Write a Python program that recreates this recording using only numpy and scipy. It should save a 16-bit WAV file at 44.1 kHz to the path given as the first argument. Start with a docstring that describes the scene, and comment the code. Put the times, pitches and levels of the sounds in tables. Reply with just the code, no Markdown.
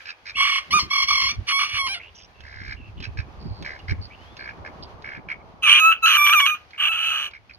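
"""Two roosters in a windy garden

Two bantam roosters crow in a fenced garden, first one farther off, then one close by: pulses of the
syrinx ring a windpipe and break up into throbs and breath. A bird rattles in ringing pulses and ticks in
noise snaps; far songbirds whistle as fluttering tones. Traffic, leaves and wind are coloured stereo noise."""
import sys
import numpy as np
from scipy import signal
from scipy.fft import rfft, irfft, next_fast_len
from scipy.io import wavfile
from scipy.ndimage import uniform_filter1d

SR = 44100
rng = np.random.default_rng(int(sys.argv[2]) if len(sys.argv) > 2 else 0)


def to_wav(s):
    """Save 16-bit WAV."""
    ch = np.atleast_2d(s).T  # columns
    pcm = np.round(np.clip(ch, -1, 1) * 32767)  # PCM
    wavfile.write(sys.argv[1], SR, pcm.astype(np.int16))


N = 334534

# Effort of the near rooster, one list per syllable.
# Each row: time in seconds, level of the throat band in dB, fundamental against it in dB.
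NEAR_CROW = [
    [(5.615, -96, 17), (5.625, -34, -12), (5.633, -20.5, -14), (5.677, -16, -7.5), (5.713, -12, -15),
     (5.8, -16, -12.5)],
    [(5.8, -12, -9), (5.806, -19.5, -4), (5.856, -16.5, 1), (5.904, -17, 0), (5.928, -19, -6),
     (5.944, -33, -7), (5.99, -48, -9)],
    [(6.015, -66, -0.5), (6.029, -26.5, 1.5), (6.043, -17.5, 0), (6.141, -18.5, -7.5), (6.172, -19, -0.5)],
    [(6.172, -19.5, -2), (6.236, -20, 1), (6.244, -17, -6.5), (6.36, -18.5, 1.5), (6.376, -16, -5),
     (6.454, -23, -1.5), (6.466, -18.5, -6.5), (6.54, -29.5, 1), (6.586, -55.5, 0), (6.62, -60, 3)],
    [(6.779, -38, -10.5), (6.805, -24.5, -8), (6.847, -20.5, -11), (6.975, -28, -8.5), (7.077, -24, -12.5),
     (7.141, -27, -4.5), (7.259, -32, -9.5), (7.283, -41, -7.5), (7.299, -58, -8), (7.31, -54, -14)],
]
# How alike left and right are in the traffic and leaves. Each row: frequency in Hz, likeness from -1 to 1.
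LIKENESS = [(60, 0.96), (130, 0.78), (290, 1), (640, 0.68), (1410, -0.22), (3100, -0.094), (6820, 0.048),
            (15000, -0.42)]


def from_db(db):
    """Decibels to gain."""
    return 10 ** (np.asarray(db) / 20)


def rms_one(x):
    """Scale to rms 1."""
    return x / np.sqrt(np.mean(x ** 2) + 1e-20)


def in_time(rows, t):
    """Columns of a curve table at times t."""
    s, *columns = np.transpose(rows)
    return [np.interp(t, s, c) for c in columns]


def span(start_s, end_s):
    """First sample and sample times of a stretch."""
    first, last = round(start_s * SR), min(round(end_s * SR), N)
    return first, np.arange(first, last) / SR


def at_hz(points, hz):
    """Read a spectrum on a log-frequency axis."""
    f, v = np.transpose(points)
    return np.interp(np.log(np.maximum(hz, 1)), np.log(f), v)


def colour(x, spectrum):
    """Filter by a (Hz, dB) table."""
    n = next_fast_len(x.shape[-1] + 2000)
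    gain = from_db(at_hz(spectrum, np.fft.rfftfreq(n, 1 / SR)))
    return irfft(rfft(x, n) * gain, n)[..., :x.shape[-1]]


def wobble(size, rate_hz):
    """Random wandering, noise low-passed at rate_hz; spread 1."""
    sos = signal.butter(2, rate_hz, fs=SR, output="sos")
    settle = 4000
    return rms_one(signal.sosfilt(sos, rng.standard_normal(size + settle))[settle:])


def evened(x, band_hz):
    """One band of x with its slow level held at rms 1."""
    band = signal.sosfiltfilt(signal.butter(4, band_hz, "band", fs=SR, output="sos"), x)
    power = uniform_filter1d(uniform_filter1d(band ** 2, size=1000), size=1000)
    return band / np.sqrt(power + 1e-12)


def shaped(t, first_db, last_db, attack, release, edge_db):
    """Level in dB of one call: attack, a slope from first to last, release."""
    release = min(release, t[-1] - t[0] - attack)
    corners = [t[0], t[0] + attack, t[-1] - release, t[-1]]
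    return np.interp(t, corners, [first_db + edge_db, first_db, last_db, last_db + edge_db])


def crow(melody, syllables, harsh, overtones, throat, shrill, balance, jitter, breath_db):
    """Syrinx pulses through the windpipe; in harsh stretches the cycles wander, throb and fill with breath."""
    join_s = .004   # parts of a syllable fade into each other
    rough_middle_db, rough_top_db = 3.0, -2   # change at roughness 1
    out = np.zeros(N)
    for rows, top, gape in zip(syllables, shrill, balance):
        a, t = span(rows[0][0] - join_s, rows[-1][0] + join_s)
        size = len(t)
        pitch = in_time(melody, t)[0]
        level_db, low_db = in_time(rows, t)
        state = sum(np.outer(values, (t >= s) & (t < e)) for s, e, *values in harsh)
        rough, depth, throb_rate = uniform_filter1d(state, size=330)
        mid_db = np.linspace(*gape[:2], size) + rough_middle_db * rough
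        top_db = np.linspace(*gape[2:], size) + rough_top_db * rough
        rough = rough + .09   # even the clear voice is a little rough

        # A slow second oscillator, uneven when rough; each throb also lifts the pitch.
        uneven_rate = throb_rate * (1 + .4 * rough * wobble(size, 40))
        beat = depth * np.cos(2 * np.pi * np.cumsum(uneven_rate) / SR)
        wander = jitter * rough * wobble(size, 250) + .005 * wobble(size, 45) + .036 * beat
        phase = 2 * np.pi * np.cumsum(pitch * (1 + wander)) / SR
        pulses = np.array([from_db(db) * np.sin(k * phase) for k, db in enumerate(overtones, start=1)])
        # The fundamental throbs deepest.
        fundamental = pulses[0] * (1 + beat) ** 2.2 * from_db(at_hz(throat, pitch))

        # Turbulence comes with each cycle, rings the windpipe and has a coarse grain.
        breath = from_db(breath_db) * rough * rng.standard_normal(size) * (1 + np.cos(phase))
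        breath = colour(breath, [(1400, 0), (2100, -6), (2500, -3), (2880, 6), (3250, -2), (4000, 0)])
        breath = breath * from_db(1.4 * wobble(size, 120))
        tone = pulses[1:].sum(axis=0) * (1 + .4 * beat) * (1 - .45 * rough ** 2)
        source = tone + breath * (1 - beat)   # tone and breath take turns

        voice = fundamental + colour(source, throat)
        body = from_db(low_db) * evened(voice, (.8 * pitch.mean(), 1750))
        body = body + evened(voice, (1750, 3800))   # the throat band
        body = body + from_db(mid_db) * evened(voice, (3800, 7650))
        airy = source + .5 * rng.standard_normal(size)   # the top is never quite clean
        shrill_top = from_db(top_db) * evened(colour(airy, top), (7650, 15800))
        fade = np.sqrt(signal.windows.tukey(size, 4 * join_s * SR / size))
        out[a:a + size] += fade * from_db(level_db) * (body + shrill_top)
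    return out


def near_rooster():
    """The close crow: a harsh voice with a hoarse last syllable, placed in the garden."""
    # Mean pitch. Each row: time in seconds, pitch in Hz.
    melody = [(5.63, 1304), (5.66, 1221), (5.7, 1182), (5.795, 1227), (5.806, 1270), (5.856, 1289),
              (5.918, 1321), (6.057, 1305), (6.15, 1210), (6.18, 1177), (6.31, 1162), (6.335, 1256),
              (6.39, 1168), (6.455, 1112), (6.482, 1229), (6.62, 1224), (6.8, 1193), (6.882, 1200),
              (6.892, 1324), (6.915, 1317), (6.97, 1308), (7.12, 1297), (7.28, 1177)]
    # Where the voice breaks up. Each row: start and end in seconds, added roughness 0-1, throb depth 0-1,
    # mean throbs per second.
    harsh = [(5.61, 5.645, .6, .3, 130), (5.645, 5.67, .35, .2, 130), (5.67, 5.8, .8, .45, 140),
             (5.915, 5.99, .7, .4, 130), (6.058, 6.172, .85, .5, 130), (6.172, 6.262, .04, .15, 36),
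             (6.262, 6.276, .8, .3, 130), (6.292, 6.302, .8, .3, 130), (6.325, 6.348, .8, .3, 130),
             (6.397, 6.413, .8, .3, 130), (6.458, 6.48, .8, .3, 130), (6.495, 6.505, .5, .3, 130),
             (6.545, 6.62, .5, .3, 130), (6.76, 6.888, 1, .4, 80), (6.918, 7.16, .78, .25, 100),
             (7.16, 7.31, .95, .3, 100)]
    # Strength in dB of the syrinx partials, fundamental first.
    overtones = [-1, -4, -9, -14, -3, -4, -3, 4.5, -2.5, 4, -9.5, 9.5, -6.5]
    # Windpipe and beak. Each row: frequency in Hz, gain in dB.
    throat = [(500, -39), (900, -33), (1200, -30), (1800, -10.5), (2300, 1.5), (2650, 3.5), (2950, 6.5),
              (3300, -1.5), (3650, -17.5), (4200, -20), (5000, -43), (6200, -21.5), (7400, -47)]
    # Colour of the shrill top, one list per syllable. Each row: frequency in Hz, gain in dB.
    shrill = [
        [(4410, -45.5), (7500, -8), (10300, 5), (11700, -34), (13300, -2), (14700, -48), (15500, -35)],
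        [(4410, -41.5), (7500, -4), (9620, -14.5), (10000, -6.5), (12000, -3.5), (15500, -10)],
        [(4410, -73), (7500, -62), (7990, -5), (9680, -20), (11500, 4.5), (14200, -28), (15500, -91)],
        [(4410, -56), (7500, -27.5), (8020, -0.5), (10500, -22), (11600, 6), (14200, -28.5), (15500, -16)],
        [(4410, -26), (7500, 2.5), (9620, -13.5), (10300, -2.5), (12900, -5.5), (14500, -22), (15500, -34)],
    ]
    # Balance against the throat band as the beak moves, before roughness changes it. Each row, one
    # syllable: middle overtones first and last in dB, shrill top first and last in dB.
    balance = [(-25, -29.5, -23, -27), (-18.5, -37.5, -19.5, -31.5), (-15.5, -20.5, -22, -16),
               (-21, -20.5, -11, -24), (-34.5, -19, -27, -21.5)]
    # Direction. Each row: frequency in Hz, phase by which left leads in radians.
    lead = [(0, -3), (1380, 1.3), (2240, 0.37), (3880, 3.5), (5170, 4.5), (6290, 12), (6980, 1),
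            (7670, 24.5), (8180, 25.5), (9040, 35), (9820, 21.5), (11600, 24), (14600, 27.5), (15300, 17.5)]
    # Direction. Each row: frequency in Hz, left minus right in dB.
    pan = [(60, -7), (110, -9.5), (200, -11), (380, -4.5), (700, 7), (1290, -0.5), (2380, -3), (4400, -1.5),
           (8120, 6.5), (15000, -4)]
    voice = crow(melody, NEAR_CROW, harsh, overtones, throat, shrill, balance, jitter=.052, breath_db=-1)
    return placed(voice + hoarse(), lead, pan, wet_db=0.5)


def hoarse():
    """Coarse low noise that follows the effort of the near rooster's last syllable."""
    out, rows = np.zeros(N), NEAR_CROW[-1]
    a, t = span(rows[0][0], rows[-1][0])
    rasp = evened(rng.standard_normal(len(t)), (660, 1080))
    level_db = in_time(rows, t)[0] - 28.5 + 2.2 * wobble(len(t), 110)   # far below the throat band
    out[a:a + len(t)] = from_db(level_db) * rasp
    return out


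def far_rooster():
    """The farther crow: the same kind of voice with slow deep throbs and stronger echoes."""
    # Mean pitch. Each row: time in seconds, pitch in Hz.
    melody = [(.345, 1120), (.38, 1111), (.6, 1101), (.7, 1052), (.72, 1066), (.742, 1220), (.76, 1225),
              (.785, 1204), (.797, 1057), (.87, 1070), (.92, 1111), (1.04, 1083), (1.09, 1127),
              (1.19, 1079), (1.28, 1078), (1.31, 1153), (1.48, 1149), (1.55, 1104), (1.6, 1124),
              (1.75, 1149), (1.81, 1104), (1.882, 1062), (1.885, 763), (1.934, 813), (1.96, 681)]
    # Effort, one list per syllable. Each row: time in seconds, level of the throat band in dB,
    # fundamental against it in dB.
    syllables = [
        [(0.352, -46, -22), (0.36, -36.5, -30), (0.372, -29.5, -7), (0.406, -20, -3.5), (0.47, -24, -7),
         (0.586, -25.5, -7), (0.606, -40.5, -7.5), (0.66, -58, -7)],
        [(0.709, -30.5, -9), (0.723, -29.5, -11), (0.731, -23, -2.5), (0.739, -25, 10), (0.785, -24.5, 7.5),
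         (0.796, -28, 1)],
        [(0.796, -27.5, 0), (0.798, -30.5, -7), (0.87, -54.5, -3.5)],
        [(0.895, -60, 12), (0.905, -34, -9), (0.915, -26.5, -3.5), (1.005, -25, -3), (1.011, -27.5, -10),
         (1.023, -23.5, -3), (1.045, -28, -11), (1.068, -47, -8)],
        [(1.068, -42, -9), (1.084, -25, -8.5), (1.12, -25, 6.5), (1.128, -25, -5), (1.272, -27.5, -5),
         (1.316, -30.5, -14), (1.326, -44, -13), (1.36, -51, -3)],
        [(1.471, -41.5, -14.5), (1.487, -25.5, -11), (1.535, -26, 0), (1.543, -25.5, -6.5),
         (1.633, -25.5, -0.5), (1.687, -38.5, -17), (1.7, -31, -10)],
        [(1.7, -34.5, -10), (1.73, -32.5, -24), (1.748, -28.5, -11.5), (1.802, -27, -2.5), (1.816, -27, -7),
         (1.828, -34, 4), (1.874, -31, 1.5), (1.882, -32.5, -1.5)],
        [(1.884, -31.5, -9.5), (1.952, -32, -19), (1.958, -38, -2.5), (1.99, -48.5, -8)],
    ]
    # Where the voice breaks up. 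Each row: start and end in seconds, added roughness 0-1, throb depth 0-1,
    # mean throbs per second.
    harsh = [(.34, .45, .36, .5, 44), (.45, .66, .5, .75, 42), (.70, .728, .5, .2, 60),
             (.728, .792, .12, .1, 60), (.792, .87, .6, .3, 60), (.89, 1.035, .1, .85, 44.5),
             (1.035, 1.08, .4, .6, 35), (1.08, 1.2, .16, .85, 42), (1.2, 1.36, .38, .6, 46),
             (1.46, 1.525, .7, .4, 60), (1.59, 1.66, .45, .7, 40), (1.66, 1.79, .65, .5, 55),
             (1.868, 1.886, .8, .3, 60), (1.94, 1.99, .5, .3, 60)]
    # Strength in dB of the syrinx partials, fundamental first.
    overtones = [19, -5, -8, -13.5, -4, -8.5, -2, -8.5, -8.5, -2, -11, 3, 1.5, -5.5, -6]
    # Windpipe and beak. Each row: frequency in Hz, gain in dB.
    throat = [(500, -48), (1100, 3), (1700, 2), (2250, 0), (2900, 8), (3300, -1.5), (3800, -14.5),
              (4400, 1.5), (4950, -13), (5600, -11), (6500, -21.5), (7600, -56)]
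    # Colour of the shrill top, one list per syllable. Each row: frequency in Hz, gain in dB.
    shrill = [
        [(4410, -43), (7500, -4), (8420, 13.5), (10800, 6.5), (12200, -18), (13600, -9), (15500, -30)],
        [(4410, -43.5), (7500, -11), (10100, 9.5), (11500, -14.5), (11800, -66.5), (14000, -6), (15500, -46)],
        [(4410, -37.5), (7500, -0.5), (11600, -10.5), (14000, -18), (15500, -35)],
        [(4410, -68), (7500, -38), (8440, -2), (10600, 7), (11800, -13), (14400, -8), (15500, -52)],
        [(4410, -88), (7500, -55), (10000, 13), (11500, -19), (12100, -12), (14000, -10), (15500, -25)],
        [(4410, -123), (7500, -93), (8550, -17), (9620, 10), (11500, -23), (13800, -19.5), (15500, -29)],
        [(4410, -53), (7500, -14), (8290, -21), (10000, 7), (11800, -36), (13400, -26), (15500, -34)],
        [(4410, -66), (7500, -21.5), (9650, -8), (10700, -8), (11500, -23), (15500, -22)],
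    ]
    # Balance against the throat band as the beak moves, before roughness changes it. Each row, one
    # syllable: middle overtones first and last in dB, shrill top first and last in dB.
    balance = [(-17, -15, -23.5, -25), (-8, -10.5, -18, -19), (2.5, -2.5, -17.5, -18),
               (-10, -4.5, -25.5, -23.5), (-6, -5.5, -23, -24), (-12, -11.5, -18, -20),
               (-19, -8, -24, -14.5), (-10.5, -14.5, -16, -21)]
    # Direction. Each row: frequency in Hz, phase by which left leads in radians.
    lead = [(0, -3), (600, -0.2), (1980, -2), (2930, -1.06), (3700, -2.5), (4740, -2.5), (5510, -3.5),
            (6980, -2), (7410, -14), (8100, 0), (9990, -2), (13000, -1.5), (14500, -9.5), (15300, -5)]
    # Direction. Each row: frequency in Hz, left minus right in dB.
    pan = [(60, -11), (110, -6), (200, -11), (380, 0), (700, -8), (1290, -2.5), (2380, -4.5), (4400, 1),
           (8120, 2), (15000, 5)]
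    voice = crow(melody, syllables, harsh, overtones, throat, shrill, balance, jitter=.05, breath_db=-5)
    return placed(voice, lead, pan, wet_db=3)


def swell(since, rise):
    """Envelope of one ringing pulse: up to 1 after the rise time, then dying away."""
    x = np.maximum(since, 0) / rise
    return x * np.exp(1 - x)


def rattle():
    """Slow separate pulses, each ringing the lower resonance first and the upper one just after."""
    # Each row: start and length in seconds, first and last level in dB, upper resonance in Hz at middle
    # effort, pulses per second, lower resonance in dB against the upper at middle effort, treble rasp in
    # dB against the upper.
    calls = [(0.0, 0.05, -48, -55, 2400, 64, 1, -24), (.05, 0.081, -46, -36, 2580, 83.8, -5, -10.5),
             (.25, 0.076, -44, -35.5, 2360, 100, -9, -9), (2.431, .33, -53, -42, 2150, 66, -1.5, -12.5),
             (3.019, 0.062, -41, -37.5, 2486, 72.2, -10.5, -10),
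             (3.167, 0.06, -43.5, -38.5, 2380, 66, -2.5, -12),
             (3.642, 0.15, -37.5, -50, 2167, 68, -3.5, -14), (3.876, 0.06, -40, -34, 2190, 74, -6, -13),
             (4.387, 0.14, -46.5, -41, 2280, 60, -0.5, -20.5),
             (4.644, 0.056, -45.5, -43.5, 2220, 79, 1.5, -18.5),
             (5.039, 0.16, -40, -42.5, 2250, 66.1, -3, -24),
             (5.281, 0.068, -35, -32.5, 2308, 71, -16, -27.5),
             (6.727, 0.063, -45, -49, 2280, 67.7, -13, -28),
             (7.329, 0.062, -42.5, -46.5, 2260, 64, -13, -20), (7.49, 0.046, -44, -47, 2320, 68, -24, -22)]
    low_hz, scrape_db = 1671, -9
    hz_per_db, low_per_db = 14, -0.3   # with effort the upper resonance climbs, the lower one falls back
    scrape_colour = [(900, -12), (1500, 13), (2600, 6), (3300, 2.5), (3800, -45.0)]
    rasp_colour = [(2900, -22.5), (3400, -13), (3750, 1), (4000, 0), (4300, 0.5), (4800, -0.5),
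                   (5400, 0.5), (6500, -12.5), (7300, -26), (10000, -45)]
    out = np.zeros(N)
    for s, length, first_db, last_db, upper_hz, rate, low_db, rasp_db in calls:
        a, t = span(s, s + length)
        size = len(t)
        level_db = shaped(t, first_db, last_db, attack=0.0077, release=0.027, edge_db=-20)
        effort_db = np.clip(level_db, min(first_db, last_db), 0) - (first_db + last_db) / 2
        upper_hz = upper_hz + hz_per_db * effort_db
        low_db = low_db + low_per_db * effort_db
        # Seconds since the last pulse; the pulses are slightly uneven.
        since = (((t - t[0] - .004) * rate + .04 * wobble(size, 20)) % 1) / rate
        lower = swell(since, .0013) * np.sin(2 * np.pi * low_hz * t)
        upper_phase = 2 * np.pi * np.cumsum(upper_hz * (1 + .05 * wobble(size, 200))) / SR
        upper = swell(since - .0012, .0016) * np.sin(upper_phase)
        noise = swell(since - .0005, 0.0045) * rng.standard_normal(size)
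        scrape, rasp = colour(noise, scrape_colour), colour(noise, rasp_colour)
        mix = from_db(low_db) * rms_one(lower) + rms_one(upper)
        mix = mix + from_db(scrape_db) * rms_one(scrape) + from_db(rasp_db) * rms_one(rasp)
        uneven_level = from_db(level_db + 1.8 * wobble(size, 68))
        out[a:a + size] += uneven_level * mix * signal.windows.tukey(size, .06)
    return out


def ticks():
    """Beak ticks: short bright noise snaps that die away."""
    # Each row: time in seconds, peak level in dB before placing.
    snaps = [(2.4054, -35.5), (3.003, -31.5), (3.6248, -30.5), (3.7907, -41), (4.368, -33), (5.022, -40),
             (6.7073, -42), (7.3112, -40)]
    out, size = np.zeros(N), 600
    fade = np.exp(-np.arange(size) / SR / 0.0062)
    bright = [(1500, -5.5), (2600, 2.5), (6500, -12.5), (7500, -36), (10500, -37)]
    for s, peak_db in snaps:
        snap = colour(fade * rng.standard_normal(size), bright)
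        a = round(s * SR)
        out[a:a + size] += from_db(peak_db) * snap / np.abs(snap).max()
    return out


def songbirds():
    """Whistles with a fluttering pitch, blurred by leaves and distance and broken into quick beads."""
    # Each row: start and length in seconds, first and last mean pitch in Hz, first and last level in dB,
    # spread of the pitch flutter in Hz.
    notes = [(0.327, 0.053, 2030, 3170, -57, -31, 40), (1.988, 0.12, 2360, 2860, -45.5, -54, 261),
             (2.144, 0.12, 2960, 3050, -56.5, -60.5, 400), (2.142, .13, 5800, 5500, -58, -59.5, 420),
             (2.342, 0.12, 2700, 2625, -64, -60, 35), (2.759, 0.15, 2730, 2630, -54, -56, 110),
             (2.965, 0.087, 2800, 3130, -54, -50, 240), (3.383, 0.28, 4770, 4370, -66, -62.5, 230),
             (3.788, 0.028, 2870, 2870, -51, -52, 110), (4.011, 0.067, 4580, 4620, -54, -55, 230),
             (4.098, 0.063, 2100, 2950, -51, -53, 160), (4.158, 0.2, 2730, 3640, -63, -62, 35),
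             (4.366, .11, 4400, 4420, -56, -62, 230), (4.821, 0.043, 3430, 3430, -51, -62, 400),
             (4.823, 0.041, 4670, 4730, -44, -60, 230), (7.534, 0.028, 4650, 4630, -53.5, -58, 232)]
    trill_per_s, trill_db = 90, 5.5
    out = np.zeros(N)
    for s, length, first_hz, last_hz, first_db, last_db, spread in notes:
        a, t = span(s, s + length)
        size = len(t)
        pitch = np.linspace(first_hz, last_hz, size)
        level_db = shaped(t, first_db, last_db, attack=0.0095, release=.015, edge_db=-11)
        phase = 2 * np.pi * np.cumsum(pitch + spread * wobble(size, 410)) / SR
        blur_db = 2.45 * wobble(size, 64)
        beads_db = trill_db * np.sin(2 * np.pi * trill_per_s * t + wobble(size, 31))
        whistle = np.sqrt(2) * np.sin(phase) * signal.windows.tukey(size, .2)
        out[a:a + size] += from_db(level_db + blur_db + beads_db) * whistle
    return out


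def placed(x, lead, pan, wet_db):
    """Direct sound with phase and level differences between the microphones, plus dull garden echoes."""
    # Fence and shed. Each row: delay in seconds before scatter, level in dB before wet_db.
    reflections = [(0.01, -7.5), (0.024, -19), (.041, -22), (.062, -37.5), (0.089, -28.5)]
    n = next_fast_len(N + 8000)
    hz, sound = np.fft.rfftfreq(n, 1 / SR), rfft(x, n)
    half = from_db(at_hz(pan, hz) / 2) * np.exp(.5j * np.interp(hz, *np.transpose(lead)))
    direct = np.array([half, 1 / half])
    direct = direct / np.abs(direct.mean(axis=0)).clip(.45)   # keeps the colour of the sum, save deep dips
    paths = np.zeros((2, n))
    for delay, level_db in reflections:
        scatter = delay * rng.uniform(0.92, 1.2, (2, 4))   # each surface scatters into four paths a side
        np.add.at(paths, ([[0], [1]], (scatter * SR).astype(int)), from_db(level_db + wet_db) / 2)
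    echoes = rfft(paths) / (1 + (hz / 4000) ** 2)
    return irfft(sound * (direct + echoes), n)[:, :N]


def wide_noise(spectrum, likeness, lump_hz, lump_db):
    """Stereo noise, alike in both channels as far as likeness says, in lumps; rms 1."""
    n = next_fast_len(N)
    hz = np.fft.rfftfreq(n, 1 / SR)
    alike = np.clip(at_hz(likeness, hz), -1, 1)
    mid, side = rfft(rng.standard_normal((2, n))) * from_db(at_hz(spectrum, hz))
    pair = irfft(np.sqrt(1 + alike) * mid + np.sqrt(1 - alike) * side * [[1], [-1]], n)[:, :N]
    return rms_one(pair * from_db(lump_db * wobble(N, lump_hz)))


def gusting(t, column, calm_db):
    """Gain of the wind: the breeze, and above it gusts that rise fast and fall more slowly."""
    # Each row: time of the peak in seconds, rumble in dB, upper buffet in dB.
    peaks = np.array([(0.746, -37, -33.5), (.8, -44, -51), (.84, -38.5, -37.5), (1.14, -41, -50),
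                      (1.24, -39, -46), (1.394, -28, -41.5), (1.75, -41.5, -58), (1.88, -45, -55),
                      (2.45, -40, -54), (2.62, -35.5, -47), (2.68, -35.5, -50), (2.75, -39, -49),
                      (2.89, -35, -44.5), (3.0, -31.5, -40.5), (3.09, -30.5, -42), (3.19, -26, -47),
                      (3.38, -35.5, -47), (3.468, -29, -31), (3.51, -31.5, -48), (3.608, -38, -35.5),
                      (3.84, -36.5, -45), (3.92, -22.5, -35), (3.99, -26.5, -40), (4.5, -46, -49),
                      (4.61, -38, -42), (4.82, -41, -48), (4.941, -42, -47), (5.18, -54, -43.5),
                      (5.68, -46, -52.5)])
    rise_db_per_s, fall_db_per_s = 352, 251.5
    coarse = t[::100]
    s, peak_db = peaks[:, [0]], peaks[:, [column]]
    gust_db = peak_db + np.minimum(rise_db_per_s * (coarse - s), fall_db_per_s * (s - coarse))
    return from_db(np.maximum(calm_db, np.interp(t, coarse, gust_db.max(axis=0))))


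def wind(t):
    """Wind on the microphones: deep rumble and a higher buffet, mostly unlike in the two channels."""
    # Breeze between the gusts. Each row: time in seconds, rumble in dB, upper buffet in dB.
    breeze = [(0, -64, -72), (.17, -71, -78), (.38, -49, -57), (.66, -59, -73), (.95, -53.5, -62),
              (1.3, -47, -52), (1.5, -70, -67), (1.78, -52, -63), (2.1, -56.5, -65.5), (2.36, -54.5, -64.5),
              (2.6, -42.5, -52.5), (3.3, -44.5, -52), (3.75, -48.5, -54.5), (4.3, -53, -54),
              (4.7, -51, -50.5), (5.4, -53, -53), (5.9, -58, -62), (6.9, -60, -65.5), (7.59, -58, -68)]
    # Colour of the rumble. Each row: frequency in Hz, relative density in dB per Hz.
    rumble_colour = [(25, -8.5), (55, 12), (110, 10), (200, -33), (600, -77.5)]
    # Colour of the buffet. Each row: frequency in Hz, relative density in dB per Hz.
    buffet_colour = [(40, -56), (90, -15.5), (150, 5), (400, -6.5), (700, -46.5), (1500, -82.5)]
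    # Each row: frequency in Hz, left-right likeness from -1 to 1.
    wind_likeness = [(30, 1), (100, 0.24), (400, 0.34)]
    rumble_db, buffet_db = in_time(breeze, t)
    rumble = gusting(t, column=1, calm_db=rumble_db) * wide_noise(rumble_colour, wind_likeness, 18.7, 2.5)
    buffet = gusting(t, column=2, calm_db=buffet_db) * wide_noise(buffet_colour, wind_likeness, 25, 3.9)
    return rumble * from_db([[-1.5], [1.5]]) + buffet   # the rumble leans to the right


def traffic(t):
    """Distant traffic: a low hum of noise that rises and falls."""
    # Each row: time in seconds, level in dB.
    passing = [(0.0, -58.5), (0.69, -57), (0.74, -48), (0.91, -58), (1.81, -53.5), (1.92, -52),
               (2.15, -59.5), (3.63, -49.5), (4.29, -50.5), (4.63, -46), (6.78, -59.5), (7.25, -53),
               (7.37, -62.5), (7.59, -60)]
    # Each row: frequency in Hz, relative density in dB per Hz.
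    hum_colour = [(120, -53), (250, -10), (400, -3.5), (800, -0.5), (1200, -3), (1600, -16), (2500, -45),
                  (5000, -69)]
    return from_db(in_time(passing, t)[0]) * wide_noise(hum_colour, LIKENESS, 1.2, 0.93)


def leaves(t):
    """Rustling leaves and far birds, merged into one bed of noise."""
    # Each row: time in seconds, level in dB before a lift of 2.5 dB.
    rustle = [(0, -52), (.2, -62), (.68, -52.5), (1.42, -53.5), (2.24, -61.5), (2.9, -60.5), (3.3, -60.5),
              (3.5, -58.5), (4.25, -57.5), (4.75, -60), (5.25, -64), (5.55, -64), (6.68, -59.5),
              (7.43, -67), (7.59, -61.5)]
    # Each row: frequency in Hz, relative density in dB per Hz.
    leaf_colour = [(400, -55.5), (900, -15.5), (1500, 0), (2300, -2), (3300, -5), (3700, -9), (4500, -8.5),
                   (6500, -18), (7200, -31), (10000, -29), (15500, -32.5)]
    return from_db(in_time(rustle, t)[0] + 2.5) * wide_noise(leaf_colour, LIKENESS, 6, 1.5)


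def scene():
    """Roosters, other birds and the surroundings."""
    t = np.arange(N) / SR
    roosters = near_rooster() + far_rooster()
    bird_lead = [(0, -15.0), (2000, 1.0), (8000, -8.5)]   # Hz, radians
    bird_pan = [(1000, -2.0), (8000, -5)]   # Hz, dB
    birds = placed(rattle() + ticks() + songbirds(), bird_lead, bird_pan, wet_db=3.7)
    return roosters + birds + wind(t) + traffic(t) + leaves(t)


def record(dry):
    """Faint microphone self-noise is added, the loudest peaks are rounded, the top is cut steeply."""
    hiss_db, cutoff_hz = -87, 15760
    dry = dry + from_db(hiss_db) * rng.standard_normal(dry.shape)
    over = np.maximum(np.abs(dry) - .7, 0)
    rounded = dry - np.sign(dry) * (over - .28 * np.tanh(over / .28))
    return signal.sosfilt(signal.cheby2(14, 75, cutoff_hz, fs=SR, output="sos"), rounded)


dry = scene()
out = record(dry)
to_wav(out)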